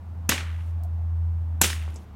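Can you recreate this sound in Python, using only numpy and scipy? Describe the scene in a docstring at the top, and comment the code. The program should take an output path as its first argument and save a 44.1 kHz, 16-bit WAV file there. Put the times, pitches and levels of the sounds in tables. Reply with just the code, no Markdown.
"""A long whip cracks twice in a garden: each shock is a pressure pulse with a short, dense noise burst.
A wall slap and tree echoes repeat the pulse; foliage and far trees return decaying filtered noise.
The slack lash adds faint band-limited ticks, and the thong swishes as swelling noise bands.
Beneath lie a faint treble hiss after each crack, outdoor air, rumble, and a low sine drone,
probably a distant engine, that sags in pitch and fades towards the end."""
import sys
import numpy as np
from scipy import signal
from scipy.fft import rfft, irfft
from scipy.io import wavfile

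SR = 44100
rng = np.random.default_rng(int(sys.argv[2]) if len(sys.argv) > 2 else 0)


def store_wav(level_fs):
    """Save 16-bit WAV to argv[1]."""
    pcm = np.round(np.clip(np.atleast_2d(level_fs), -1, 1) * 32767)
    wavfile.write(sys.argv[1], SR, pcm.T.astype(np.int16))


N = 94815
T = np.arange(N) / SR
CUTOFF_HZ = 16700
TILT_FROM_HZ = 1900  # brightness tilts act above this


def from_db(db):
    """Logarithmic level: decibels to amplitude gain."""
    return 10 ** (np.asarray(db) / 20)


def rms_one(x):
    """Power normalisation: scale to unit rms."""
    return x / np.sqrt(np.mean(x ** 2) + 1e-20)


def at_hz(points, hz, axis=1):
    """Logarithmic frequency scale: interpolate a table column along it."""
    rows = np.array(points)
    return np.interp(np.log(hz + 1e-9), np.log(rows[:, 0]), rows[:, axis])


def noise(colour, tilt_db=0):
    """Spectral shaping: unit-rms coloured noise, its treble tilted in dB per octave."""
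    hz = np.arange(N // 2 + 1) * SR / N
    level_db = at_hz(colour, hz) + tilt_db * np.log2(np.maximum(hz, TILT_FROM_HZ))
    gain = from_db(level_db) * (hz < CUTOFF_HZ)
    white = rng.standard_normal(N)
    return rms_one(irfft(rfft(white) * gain, N))


def filtered(x, hz, kind, order=2):
    """Linear filtering: a Butterworth response."""
    edges = np.clip(hz, 10, .47 * SR)
    sections = signal.butter(order, edges, kind, fs=SR, output="sos")
    return signal.sosfilt(sections, x + 1e-18)


def band(x, hz, octaves):
    """Band limitation: a band-pass centred on a log-frequency axis."""
    half_width = 2 ** (octaves / 2)
    return filtered(x, [hz / half_width, hz * half_width], "band")


def swell(start, rise, t60, hold=0):
    """Exponential decay: a squared rise, a hold, then 60 dB of fall in t60 seconds."""
    age = T - start
    release = np.maximum(age - rise - hold, 0)
    return np.clip(age / rise, 0, 1) ** 2 * np.exp(-np.log(1000) * release / t60)


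def shock(start, db, length_ms, smear_db=None, smear=None):
    """N-wave: pressure jumps up, falls linearly below rest and returns; rough surfaces smear it."""
    age = np.arange(SR // 40) / SR
    phase = 2 * age * 1000 / length_ms  # runs from 0 to 2 over the pulse
    pulse = (1 - phase) * np.clip((2 - phase) / phase[1], 0, 1)
    wave = from_db(db) * pulse
    if smear:
        # random later reflections, each carrying a copy of the pulse
        paths = rng.standard_normal(len(age)) * np.exp(-age / smear) * (phase > 2)
        paths = paths / np.linalg.norm(paths)
        wave = wave + from_db(smear_db) * np.convolve(paths, pulse)[:len(age)]
    out = np.zeros(N)
    first = int(start * SR)
    out[first:first + len(wave)] = wave
    return out


# Spectrum of the outdoor air: (frequency [Hz], relative density [dB per Hz])
AIR_COLOUR = [(76, -40.5), (130, -4.5), (172, -3.5), (202, -5.5), (228, -12.5), (394, -20), (444, -21.5),
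              (863, -17.5), (1860, -31.5), (11400, -58), (16000, -55.5)]
# Spectrum of the far rumble: (frequency [Hz], relative density [dB per Hz])
RUMBLE_COLOUR = [(20, -17), (35, -5.5), (48, -5), (100, 8.5), (140, -15.5), (250, -21), (600, -47)]
AIR_DB, AIR_LOW_HZ, RUMBLE_DB = -50.5, 97, -47.5


def background():
    """Stationary random noise: soft outdoor air over a far rumble."""
    air = rms_one(filtered(noise(AIR_COLOUR), AIR_LOW_HZ, "high", order=4))
    return from_db(AIR_DB) * air + from_db(RUMBLE_DB) * noise(RUMBLE_COLOUR)


# Course of the drone: (time [s], pitch [Hz], rms level of the fundamental [dB])
DRONE_COURSE = [(0.0, 82, -46.5), (0.04, 82.6, -39), (0.27, 83.1, -30.5), (0.39, 83.1, -33),
                (0.51, 81.5, -27.5), (0.63, 83.24, -30), (0.77, 83.2, -26.5), (0.84, 82.4, -28.5),
                (1.25, 83.15, -23.5), (1.45, 82.6, -27.5), (1.55, 81.46, -28), (1.78, 79.75, -29),
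                (1.89, 78.3, -29.5), (1.95, 78.5, -35.5), (2.09, 74.2, -46.5), (2.15, 75.66, -39.5)]
OCTAVE_DB = -33  # relative to the fundamental
FLUTTER_RMS = .02  # share of the amplitude


def drone():
    """Harmonic oscillation: a gliding sine with a weak octave and slight amplitude flutter."""
    s, hz, db = np.transpose(DRONE_COURSE)
    phase = 2 * np.pi * np.cumsum(np.interp(T, s, hz)) / SR
    flutter = 1 + FLUTTER_RMS * rms_one(filtered(rng.standard_normal(N), 60, "low"))
    tone = np.sin(phase) + from_db(OCTAVE_DB) * np.sin(2 * phase)
    return np.sqrt(2) * from_db(np.interp(T, s, db)) * flutter * tone


HISS_DB, HISS_HOLD_S, HISS_HZ, HISS_OCTAVES = -70, 0.413, 8000, 1.4


def hiss():
    """Gated band noise: a faint treble hiss that holds for a moment after each crack."""
    held = sum(swell(s, .01, 0.0998, HISS_HOLD_S) for s, *_ in CRACKS)
    treble = rms_one(band(rng.standard_normal(N), HISS_HZ, HISS_OCTAVES))
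    return from_db(HISS_DB) * held * treble


# Sweeps of the thong through the air:
# (time of peak [s], rms level at peak [dB], centre [Hz], width [octaves], time from peak to 1/e [s])
SWISHES = [(0.249, -56, 757, 0.77, 0.015), (.24, -49, 172, .6, .05), (.835, -50, 697, .18, 0.035),
           (0.996, -60.5, 700, .2, .05), (1.536, -53.5, 236, 0.53, 0.057), (1.977, -55, 286, 1.05, 0.1)]


def swishes():
    """Aerodynamic noise: the thong's sweeps as noise bands under Gaussian swells."""
    out = np.zeros(N)
    for s, db, hz, octaves, half in SWISHES:
        envelope = np.exp(-((T - s) / half) ** 2)
        rush = rms_one(band(rng.standard_normal(N), hz, octaves))
        out += from_db(db) * envelope * rush
    return out


# Touches of the slack lash: (time [s], peak level [dB], centre [Hz], width [octaves])
TICKS = [(.8355, -38, 11400, 2.2), (.852, -53, 12170, 0.7), (1.824, -41, 7000, 3.16),
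         (1.8785, -33, 755, 1.9), (1.906, -46.5, 10300, 0.87), (1.9428, -42, 8800, 0.93),
         (1.9598, -34, 6480, 0.53), (1.960, -39.5, 444, 1.1)]
TICK_DECAY_S = 0.00027  # time constant of the snap, also the rise of its wash
TICK_TAIL_DB, TICK_TAIL_T60_S = -15.5, 0.078


def ticks():
    """Impulsive excitation: each touch is a tiny band-limited snap with a faint decaying wash."""
    out = np.zeros(N)
    for s, db, hz, octaves in TICKS:
        age = np.maximum(T - s, 0)
        snap = (T >= s) * np.exp(-age / TICK_DECAY_S)
        tail = from_db(TICK_TAIL_DB) * swell(s, TICK_DECAY_S, TICK_TAIL_T60_S)
        tick = band(rng.standard_normal(N) * (snap + tail), hz, octaves)
        out += from_db(db) * tick / np.abs(tick).max()
    return out


# Reverberation of the far trees: (frequency [Hz], relative density [dB per Hz], t60 [s])
FAR_TAIL = [(150, 3, 0.28), (567, -7.5, 1), (1300, 7, 0.83), (2700, 7.5, 0.74), (4850, -7, 0.99),
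            (9600, -6.5, 0.53), (15000, -21.5, 0.63)]
FAR_DB, FAR_RISE_S = -38, 0.058


def far_tail(start, bright_db):
    """Frequency-dependent reverberation: each band of the far trees' wash has its own decay."""
    edges = np.geomspace(110, 16000, 13)
    washes = [noise(FAR_TAIL, bright_db) for _ in range(2)]
    out = np.zeros(N)
    for k, (low, high) in enumerate(zip(edges, edges[1:])):
        t60 = at_hz(FAR_TAIL, np.sqrt(low * high), axis=2)
        # neighbouring bands draw on different noise
        out += filtered(washes[k % 2], [low, high], "band") * swell(start, FAR_RISE_S, t60)
    return from_db(FAR_DB) * out


# Scatter from hedges and trees:
# (delay [s], rise [s], level relative to the foliage level [dB], t60 [s], added brightness [dB per octave])
THICKETS = [(.005, .004, -0.5, 0.29, 3), (.021, .0035, 2, .17, -0.5), (0.081, .008, -11, 0.18, -0.5),
            (0.108, 0.0073, -17.5, .17, -1)]
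# Spectrum of the scatter: (frequency [Hz], relative density [dB per Hz])
LEAF_COLOUR = [(40, -25.5), (100, -7.5), (190, 3.5), (500, -1), (1000, -7), (2800, 2), (4500, -1.5),
               (7000, -1.5), (10000, -7), (15000, -17)]


def foliage(start, bright_db):
    """Diffuse scattering: each thicket throws back countless small reflections as decaying noise."""
    out = np.zeros(N)
    for delay, rise, db, t60, tilt_db in THICKETS:
        wash = noise(LEAF_COLOUR, bright_db + tilt_db)
        out += from_db(db) * wash * swell(start + delay, rise, t60)
    return out


# Echoes from trees, levels relative to the crack's tree echo level and before filtering:
# (delay [s], pulse level [dB], smear level [dB], smear time constant [s])
ECHOES = [(.0432, -16.5, -7.5, .003), (.054, -14, -30, .003), (.0815, -23, -16, 0.0028),
          (.0892, -15, 2, .002), (.093, -10.5, -10.5, 0.0022), (.111, -29, -18, 0.0032),
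          (.1181, -16, -2, 0.0014), (.151, -21, -23, 0.0031), (.169, -33, -40, .003),
          (.211, -34, -16.5, .004)]
ECHO_LOW_HZ, ECHO_PULSE_MS = 1100, 0.31


def echoes(start, top_hz):
    """Discrete reflection: trees return delayed, smeared copies, band-limited to sound thin and dull."""
    out = np.zeros(N)
    for delay, db, smear_db, smear in ECHOES:
        out += shock(start + delay, db, ECHO_PULSE_MS, smear_db, smear)
    dulled = filtered(out, top_hz, "low", order=4)
    return filtered(dulled, ECHO_LOW_HZ, "high")


WALL_DELAY_S, WALL_TOP_HZ = .0322, 4500
WALL_SMEAR_DB, WALL_SMEAR_S = -11, 0.0011  # level relative to the pulse, time constant


def wall_slap(start, length_ms):
    """Specular reflection: the hard echo of the pulse from a nearby wall."""
    bounce = shock(start + WALL_DELAY_S, 0, length_ms, WALL_SMEAR_DB, WALL_SMEAR_S)
    return filtered(bounce, WALL_TOP_HZ, "low")


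BURST_HOLD_S, BURST_T60_S = .001, .028
BURST_ROUGH = .35  # exponent on the spectral magnitudes: 0 smooth, 1 fully random
BURST_LENGTH_S = .025  # full until here, faded out at twice this age


def burst(start, rise, colour):
    """Multipath smearing: nearby surfaces spread the shock but keep most of its smooth spectrum."""
    shape = swell(start, rise, BURST_T60_S, BURST_HOLD_S)
    spray = rfft(rng.standard_normal(N) * shape)
    spray *= (np.abs(spray) + 1e-9) ** (BURST_ROUGH - 1)  # evens out the magnitudes, keeps the phases
    spray *= from_db(at_hz(colour, np.arange(len(spray)) * SR / N))
    age = T - start
    fade_in = np.clip(age / rise * 2, 0, 1)
    fade_out = np.clip(2 - age / BURST_LENGTH_S, 0, 1)
    out = irfft(spray, N) * fade_in * fade_out
    return out * np.linalg.norm(shape) / np.linalg.norm(out)


# Cracks, pulse levels before filtering: (time [s], level of direct sound [dB], burst rise [s],
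# direct pulse level relative to that [dB], wall slap level [dB], slap pulse length [ms],
# tree echo level [dB], tree echo top [Hz], foliage level [dB], foliage and far tail brightness [dB per octave])
CRACKS = [(0.2897, -12.5, 0.0033, -7, -5, 0.46, -11, 3280, -24, -4.16),
          (1.6121, -9, 0.0043, -1, -6.5, 0.37, -11, 4250, -21.5, 0.66)]
# Burst spectrum, one list per crack: (frequency [Hz], relative density [dB per Hz])
CRACK_COLOURS = [
    [(60, -4.5), (200, 5.5), (400, -6), (750, -10), (1200, -9), (1650, -3), (2100, -8.5), (2600, -3),
     (3600, -13.5), (4700, -14), (6700, -1.5), (8400, -15), (9700, -7.5), (10600, -12), (12800, -7),
     (16000, -23)],
    [(60, -2.5), (230, 3), (480, -17.5), (870, 0), (1170, -14.5), (1600, 2.5), (2100, -13.5), (2650, -5),
     (3100, -13.5), (4000, -7), (4850, -16), (5500, -8), (7700, 0.5), (8700, -7.5), (12300, -5.5),
     (16000, -14.5)],
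]
SHOCK_DELAY_S, SHOCK_MS, SHOCK_TOP_HZ = .0022, 0.76, 2500  # the direct pressure pulse
FAR_GRAIN_DB, FAR_GRAIN_HZ = 2, 110  # rms depth and top rate of the far tail's level flicker


def whip():
    """Superposition: direct shock, early reflections and late scatter add for each crack."""
    out = np.zeros(N)
    for crack, colour in zip(CRACKS, CRACK_COLOURS):
        s, db, rise, direct_db, slap_db, slap_ms, echo_db, echo_hz, leaf_db, bright_db = crack
        flicker = rms_one(filtered(rng.standard_normal(N), FAR_GRAIN_HZ, "low"))
        grain = from_db(FAR_GRAIN_DB * flicker)
        direct = filtered(shock(s + SHOCK_DELAY_S, direct_db, SHOCK_MS), SHOCK_TOP_HZ, "low")
        out += from_db(db) * (direct + burst(s, rise, colour))
        out += from_db(slap_db) * wall_slap(s, slap_ms)
        out += from_db(echo_db) * echoes(s, echo_hz)
        out += from_db(leaf_db) * foliage(s, bright_db)
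        out += grain * far_tail(s, bright_db)
    return out


def scene():
    """Linear superposition: all sources sum at one microphone."""
    return (background() + drone() + hiss() + swishes() + ticks() + whip())[None]


def record(dry):
    """Band limitation: a steep low-pass cuts the top."""
    sections = signal.cheby2(16, 70, CUTOFF_HZ, fs=SR, output="sos")
    return signal.sosfilt(sections, dry)


dry = scene()
out = record(dry)
store_wav(out)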